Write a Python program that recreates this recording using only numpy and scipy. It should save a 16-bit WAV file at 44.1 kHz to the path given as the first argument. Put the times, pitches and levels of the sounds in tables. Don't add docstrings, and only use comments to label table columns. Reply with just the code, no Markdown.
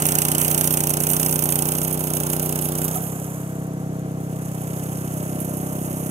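import sys
import numpy as np
from scipy import signal
from scipy.fft import rfft, irfft
from scipy.io import wavfile
from scipy.ndimage import uniform_filter1d, map_coordinates

SR = 44100
rng = np.random.default_rng(int(sys.argv[2]) if len(sys.argv) > 2 else 0)


def voltage_ratio(level):
    return 10 ** (np.asarray(level, float) / 20)


def digitize_waveform(pressure):
    field = np.atleast_2d(pressure).T
    bounded = np.clip(field, -1, 1)
    quanta = np.round(bounded * 32767).astype(np.int16)
    wavfile.write(sys.argv[1], SR, quanta)


N = 269010

# time_s, firings_per_s
ENGINE_SPEED = [(0.0, 30.41), (0.56, 30.689), (0.62, 31.205), (0.91, 29.983), (1.24, 31.469),
                (1.51, 29.961), (1.9, 31.712), (2.25, 30.19), (2.37, 31.423), (2.69, 30.507),
                (2.85, 31.385), (3.02, 33.129), (3.18, 32.535), (3.42, 32.668), (3.86, 32.316),
                (5.18, 31.999), (5.32, 32.616), (6.1, 32.5)]
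FIRST_FIRING_TURN = 0.568
# delay_ms, pitch_hz, width_hz, signed_size
MUFFLER_LOADED = [(2.2, 464, 576, -0.061), (2.4, 62, 23, -0.011), (5.1, 298, 130, 0.075),
                  (10.0, 143, 23, 0.078), (10.0, 575, 156, -0.038), (10.5, 197, 34, -0.113),
                  (16.3, 326, 180, 0.075), (17.8, 183, 119, -0.213), (26.7, 354, 25, -0.065)]
MUFFLER_FREE = [(0.8, 59, 45, -0.023), (1.2, 263, 216, 0.066), (4.7, 143, 76, 0.088), (4.8, 502, 51, 0.007),
                (5.7, 304, 23, 0.01), (6.0, 761, 27, -0.005), (6.4, 648, 39, 0.006), (6.5, 441, 35, -0.006),
                (13.6, 96, 270, -0.082)]
MUFFLER_FACING = [(0.4, 209, 50, 0.088), (1.6, 309, 265, 0.066), (5.3, 569, 325, 0.008),
                  (6.9, 202, 80, 0.099), (9.3, 617, 51, 0.008), (11.5, 134, 115, 0.075),
                  (14.7, 572, 215, 0.025), (18.4, 456, 40, 0.008)]
MUFFLER_SPEEDS = 30.85, 32.35, 32.5
# cycle_share, level_db
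JET_FLOW_LOADED = [(0, -40), (.055, -20), (.085, -4), (.105, 0), (.13, -2), (.16, -6.5), (.2, -8),
                   (.26, -10), (.31, -15), (.37, -28), (1, -40)]
JET_FLOW_FREE = [(0, -22), (.05, -8), (.11, 0), (.18, -8), (.27, -.5), (.37, -10), (.5, -24), (.6, -13),
                 (.7, -12), (.9, -16), (1, -22)]
# pitch_hz, level_db_per_hz
RUMBLE_COLOUR_LOADED = [(30, -34), (60, -27), (150, -3.5), (300, 1.5), (500, -4.5), (780, 1.5), (1000, -4),
                        (1400, -6.5), (2000, -18), (4000, -21), (16000, -11)]
RUMBLE_COLOUR_FREE = [(30, -30), (60, -9), (150, -1.5), (300, 2), (500, 0), (740, 0), (860, -6),
                      (1200, -7.5), (2000, -17.5), (4000, -32), (7000, -39), (14500, -37), (15500, -50)]
# pitch_hz, level_db_per_hz
JET_COLOUR = [(800, -45), (1500, -13), (2200, -18), (2650, -15.5), (3000, -13.5), (4200, -22), (5300, -15),
              (5900, -5), (6600, -5), (8000, 0), (8800, 3.5), (12000, 2), (15000, 0.5), (16200, -9)]
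# pitch_hz, level_db_per_hz
CLATTER_COLOUR_LOADED = [(1500, -12), (3000, -12.5), (5000, -46), (6200, -9.5), (8200, -1), (9000, 3),
                         (10600, 0), (13000, 3), (15200, -23), (16200, 4.5)]
CLATTER_COLOUR_FREE = [(1500, -13), (3000, -14.5), (4200, -34), (5300, -21), (6000, -6), (7200, 1),
                       (8200, 1), (9000, 1), (13000, 2.5), (15000, -6), (15400, -20), (16200, -7)]
RATTLE_COLOUR = [(1500, -28), (3000, -23.5), (5000, -30), (6500, -11), (8000, -10), (8700, -2.5),
                 (10600, 0.5), (13000, 4), (15200, -8.5), (16200, -17)]
# pitch_hz, width_hz, level_db
PANELS = [(10140, 70, 3), (11250, 150, 0)]
PANELS_FACING = [(9400, 100, 8), (10300, 110, 6), (11780, 80, 8), (13100, 250, 5)]
BELT_COVER = 605, 34, 1.5
SHIELD_HZ, SHIELD_WIDTH_HZ, SHIELD_REST_DB = 13615, 40, -14
# start_s, length_s, level_db over the clatter
SHIELD_SPELLS = [
    (.04, .1, -8),
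    (.4, .36, -10),
    (1.06, .28, -9),
    (1.36, .34, -6),
    (1.74, .3, -12),
]
# start_s, peak_db
RATTLES = [(0.065, 2), (0.196, -26), (0.264, -31), (0.427, -14), (0.495, -22), (0.586, -11), (0.652, -10.5),
           (0.724, -8), (0.893, -4), (1.089, -10), (1.204, -15), (1.25, -18), (1.309, -10), (1.438, -2),
           (1.501, -10.5), (1.765, -19), (1.829, -13), (1.926, -9), (1.992, -17), (2.048, -24),
           (2.149, -14), (2.314, -20), (2.421, -17), (2.448, -29), (2.612, -15), (2.641, -19), (2.775, -20),
           (2.842, -10.5), (2.954, -14), (3.015, -24)]
RATTLE_T60_S, RATTLE_SHORTENS = 0.026, 1
# start_s, peak_db
CLANKS = [
    (3.07, -25),
    (4.607, -37),
    (4.886, -33),
    (5.045, -33),
    (5.401, -16.5),
    (5.445, -21),
    (5.569, -21),
    (5.999, -31),
    (6.066, -24),
]
CLANK_T60_S = 0.07
# start_s, peak_db, pitch_hz, t60_s
STONES = [
    (2.955, -24, 736, 0.14),
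    (2.955, -23, 1275, 0.052),
    (3.152, -24, 264, 0.094),
]
# time_s, level_db
NEARNESS = [(0, -0.5), (.5, 1), (.9, -1.5), (1.22, 1), (1.34, -2), (1.66, -1.5), (2, -8), (2.22, -4),
            (2.55, -6.5), (2.88, -7.5), (3.1, -14.5), (3.45, -21.5), (3.7, -29), (4.12, -30), (4.35, -23),
            (4.7, -17.5), (5.45, -16), (6.1, -14.5)]
# time_s, extra_delay_us at the far port
BEARING = [(0, 22), (1.5, 2), (2.8, -19), (3.5, -47), (4.2, -22), (6.1, 1)]
# pitch_hz, level_db
FAR_PORT_DB = [(200, -1), (1200, 1.5), (2000, 4), (2600, 3.5), (3200, 1), (4500, -0.5), (6200, -1.5),
               (7500, -8), (9000, -14), (10000, -26), (12000, -27.5), (15500, -24)]
# pitch_hz, likeness (0 to 1)
FAR_PORT_LIKENESS = [(100, .995), (1000, .98), (2000, .88), (2600, .6), (3000, .87), (4500, .4), (6200, .8),
                     (9000, .7), (12000, .7), (15000, .5)]
# pitch_hz, phase_rad
FAR_PORT_PHASE = [(0, 0), (2410, -4.2), (2840, -6.1), (4050, -9.0), (5250, -9.7), (6980, -14.3),
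                  (8530, -17.2), (10400, -18.5), (11600, -20.6), (13600, -24.6), (15700, -31.2),
                  (16000, -30.3)]
# pitch_hz, level_db_per_hz
AIR_COLOUR = [(20, 10), (45, 7), (200, 1.5), (3000, -12), (5400, -14.5), (6000, -4.5), (9000, -12),
              (15000, -25), (15500, -30)]
AIR_DB = -50.5
LOW_CUT_HZ, HIGH_CUT_HZ = 53, 15790

LIFT_S, LIFT_TAKES_S = 2.84, 0.24
TURN_S, TURN_TAKES_S = 4.75, 0.69
EASE_DB, EASE_S = -1.5, 0.49
# free_and_near_db, added_under_load_db, share of the nearness followed
THUMP_LEVEL, RUMBLE_LEVEL, HISS_LEVEL = (-29, 0.51, 0.064), (-26.5, 2, 0.31), (-17, 0, 1)
PUFF_LEVEL = 7.8, 5.26, 0.26
PUFF_BODY_LEVEL = 4.7, -2, -0.11
BODY_LAG_S = 0.0014
CLOSE_DB, CLOSE_S = 3, 1.1
WALL_S, WALL_LASTS_S, WALL_DB, OPEN_DB = 3.46, 0.56, 3.5, -1


def evened(x):
    return x / np.sqrt(np.mean(x ** 2) + 1e-20)


def smoothed(x, size):
    return uniform_filter1d(uniform_filter1d(x, size=size), size=size)


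def curve(table):
    time_s, value = np.transpose(table)
    return np.interp(np.arange(N) / SR, time_s, value)


def read(points):
    hz, value = np.transpose(points)
    return np.interp(np.log(np.fft.rfftfreq(N, 1 / SR) + 1), np.log(hz + 1), value)


def coloured(x, points):
    return evened(irfft(rfft(x) * voltage_ratio(read(points)), N))


def band(hz, width_hz, db):
    return voltage_ratio(db) ** 2 / (1 + (2 * (np.fft.rfftfreq(N, 1 / SR) - hz) / width_hz) ** 2)


def lift(x, low_hz, high_hz, db):
    hz = np.fft.rfftfreq(N, 1 / SR)
    part = 1 / (1 + (low_hz / (hz + 1)) ** 8) / (1 + (hz / high_hz) ** 8)
    return x + irfft(rfft(x) * part, N) * (voltage_ratio(db) - 1)


def ramp(start, takes):
    return np.clip((np.arange(N) / SR - start) / takes, 0, 1)


def loaded():
    return 1 - ramp(LIFT_S, LIFT_TAKES_S)


def turned():
    return ramp(TURN_S, TURN_TAKES_S)


def eased():
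    u = np.maximum(np.arange(N) / SR - LIFT_S - 0.1, 0) / EASE_S
    return EASE_DB * 2 * u * np.exp(1 - 2 * u)


def level_db(free_db, load_db, share):
    return free_db + load_db * loaded() + share * curve(NEARNESS)


def crank():
    return np.cumsum(curve(ENGINE_SPEED)) / SR + 1 - FIRST_FIRING_TURN


def muffler_cycle(chambers, speed):
    t, wave = np.arange(4 * 1024) / (1024 * speed), 0
    for delay_ms, hz, width, size in chambers:
        u = np.maximum(t - delay_ms / 1000, 0)
        swell = np.pi * width * u * np.exp(1 - np.pi * width * u)
        wave = wave + size * swell * np.sin(2 * np.pi * hz * u)
    return evened(wave.reshape(4, 1024).sum(0))


def thump(turns):
    load, facing = loaded(), turned()
    strength, slip = rng.standard_normal((int(turns[-1]) + 2, 2)).T
    firing = np.arange(len(slip))
    angle = turns + 0.00033 * np.interp(turns, firing, slip)
    mufflers = MUFFLER_LOADED, MUFFLER_FREE, MUFFLER_FACING
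    waves = [muffler_cycle(*pair) for pair in zip(mufflers, MUFFLER_SPEEDS)]
    in_soil, free, free_facing = [np.interp(angle, np.arange(1024) / 1024, wave, period=1) for wave in waves]
    out = load * in_soil + (1 - load - facing) * free + facing * free_facing
    out /= np.sqrt(smoothed(out ** 2, 4200))
    uneven_db = 0.35 * np.interp(turns, firing, strength)
    return out * voltage_ratio(level_db(*THUMP_LEVEL) + eased() + 3.0 + uneven_db)


def rumble(turns):
    load, noise = loaded(), rng.standard_normal((2, N))
    throb = 1 + 0.088 * np.cos(2 * np.pi * (turns - 0.2))
    body = load * coloured(noise, RUMBLE_COLOUR_LOADED) + (1 - load) * coloured(noise, RUMBLE_COLOUR_FREE)
    body += turned() * irfft(rfft(body) * band(*BELT_COVER), N)
    return body * throb * voltage_ratio(level_db(*RUMBLE_LEVEL) + 0.37 * eased() - 5.0)


def valve(turns):
    load = loaded()
    in_soil = voltage_ratio(np.interp(turns % 1, *np.transpose(JET_FLOW_LOADED)))
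    free = voltage_ratio(np.interp(turns % 1, *np.transpose(JET_FLOW_FREE)))
    strength = voltage_ratio(1.2 * rng.standard_normal(int(turns[-1]) + 1))
    return (load * in_soil + (1 - load) * free) * strength[turns.astype(int)]


def jet(gate):
    keep, noise = np.exp(-1 / (BODY_LAG_S * SR)), rng.standard_normal((2, N))
    slow_gate = np.sqrt(signal.lfilter([1 - keep], [1, -keep], gate ** 2))
    low = np.fft.rfftfreq(N, 1 / SR) < 5500
    top = irfft(rfft(coloured(noise * gate, JET_COLOUR)) * ~low, N)
    body = irfft(rfft(coloured(noise * slow_gate, JET_COLOUR)) * low, N)
    top = lift(top, 9100, 20000, -5.0 * (1 - loaded()))
    puff = top + body * voltage_ratio(level_db(*PUFF_BODY_LEVEL))
    return puff * voltage_ratio(level_db(*PUFF_LEVEL) + 3.8 * eased() - 3.8 * turned() - 8.0)


def metal(shake, panels, colour):
    rings = np.sqrt(1 + sum(band(*panel) for panel in panels))
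    return coloured(irfft(rfft(rng.standard_normal((2, N)) * shake) * rings, N), colour)


def shield_gain():
    gain = voltage_ratio(SHIELD_REST_DB) * loaded()
    for start, length, db in SHIELD_SPELLS:
        gain = gain + voltage_ratio(db) * (ramp(start, 0.03) - ramp(start + length, 0.1))
    return gain


def clatter():
    load, facing = loaded(), turned()
    bite = evened(smoothed(rng.standard_normal(N), 2500))
    struck = rng.random(N) < 90 / SR
    jolts = struck * voltage_ratio(2.6 * np.minimum(rng.exponential(1, N), 3)) * (0.34 + 0.29 * load)
    decaying = signal.lfilter([1], [1, -np.exp(-1 / (0.0037 * SR))], jolts)
    shake = (0.5 + decaying) * voltage_ratio(0.49 * load * bite)
    panels = np.sqrt(load) * metal(shake, PANELS, CLATTER_COLOUR_LOADED)
    panels += np.sqrt(facing) * metal(shake, PANELS_FACING, CLATTER_COLOUR_FREE)
    panels += np.sqrt(1 - load - facing) * metal(shake, PANELS, CLATTER_COLOUR_FREE)
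    blows = rng.standard_normal((2, N)) * (0.75 + shake ** 2)
    shield = evened(irfft(rfft(blows) * np.sqrt(band(SHIELD_HZ, SHIELD_WIDTH_HZ, 0)), N))
    return panels + shield * shield_gain()


def rattles():
    shake, t = np.zeros(N + SR), np.arange(SR // 8) / SR
    blows = [(s, db, RATTLE_T60_S * voltage_ratio(-RATTLE_SHORTENS * db)) for s, db in RATTLES]
    blows += [(s, db, CLANK_T60_S) for s, db in CLANKS]
    for s, db, t60 in blows:
        shake[round(s * SR):][:len(t)] += voltage_ratio(db - 60 * t / t60) * np.minimum(t / 0.0013, 1)
    shake = shake[:N]
    return metal(shake, PANELS, RATTLE_COLOUR) * np.sqrt(np.mean(shake ** 2)) * voltage_ratio(-4.0)


def knocks():
    out, t = np.zeros(N + SR), np.arange(SR // 4) / SR
    for s, db, hz, t60 in STONES:
        ring = np.sin(2 * np.pi * hz * t) * voltage_ratio(db - 60 * t / t60)
        out[round(s * SR):][:len(t)] += ring * np.minimum(t / 0.0082, 1)
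    return out[:N]


def scene():
    turns = crank()
    hiss = jet(valve(turns)) + clatter()
    hiss *= voltage_ratio(level_db(*HISS_LEVEL)) / np.sqrt(smoothed(hiss[0] ** 2, 9000))
    thrown_db = WALL_DB * (ramp(WALL_S, 0.15) - ramp(WALL_S + WALL_LASTS_S, 0.43))
    thrown_db += OPEN_DB * (1 - loaded() - turned())
    exhaust = lift(thump(turns), 183, 2000, thrown_db)
    noise = lift(rumble(turns) + hiss, 690, 6800, CLOSE_DB * (1 - ramp(0, CLOSE_S)))
    return exhaust + noise + rattles() + knocks()


def low_pass(x):
    return signal.sosfilt(signal.butter(12, 16470, fs=SR, output="sos"), x)


def record(dry):
    direct, scattered = rfft(dry)
    hz = np.fft.rfftfreq(N, 1 / SR)
    same = np.clip(read(FAR_PORT_LIKENESS), 0, 1)
    lag = np.exp(1j * np.interp(hz, *np.transpose(FAR_PORT_PHASE)))
    left = (same * direct + np.sqrt(1 - same ** 2) * scattered) * voltage_ratio(read(FAR_PORT_DB)) * lag
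    heard_at = np.arange(N) - curve(BEARING) * SR / 1e6
    left = map_coordinates(irfft(left, N), [heard_at], order=3, mode="nearest")
    ports = 1.3 * np.tanh(np.array([left, dry[0]]) / 1.3)
    air = coloured(rng.standard_normal((2, N)), AIR_COLOUR) * voltage_ratio(AIR_DB)
    edge = 1 / (1 + (hz / HIGH_CUT_HZ) ** 500) / (1 + (LOW_CUT_HZ / (hz + 1)) ** 5.6)
    return low_pass(irfft(rfft(ports + air) * edge, N))


dry = scene()
out = record(dry)
digitize_waveform(out)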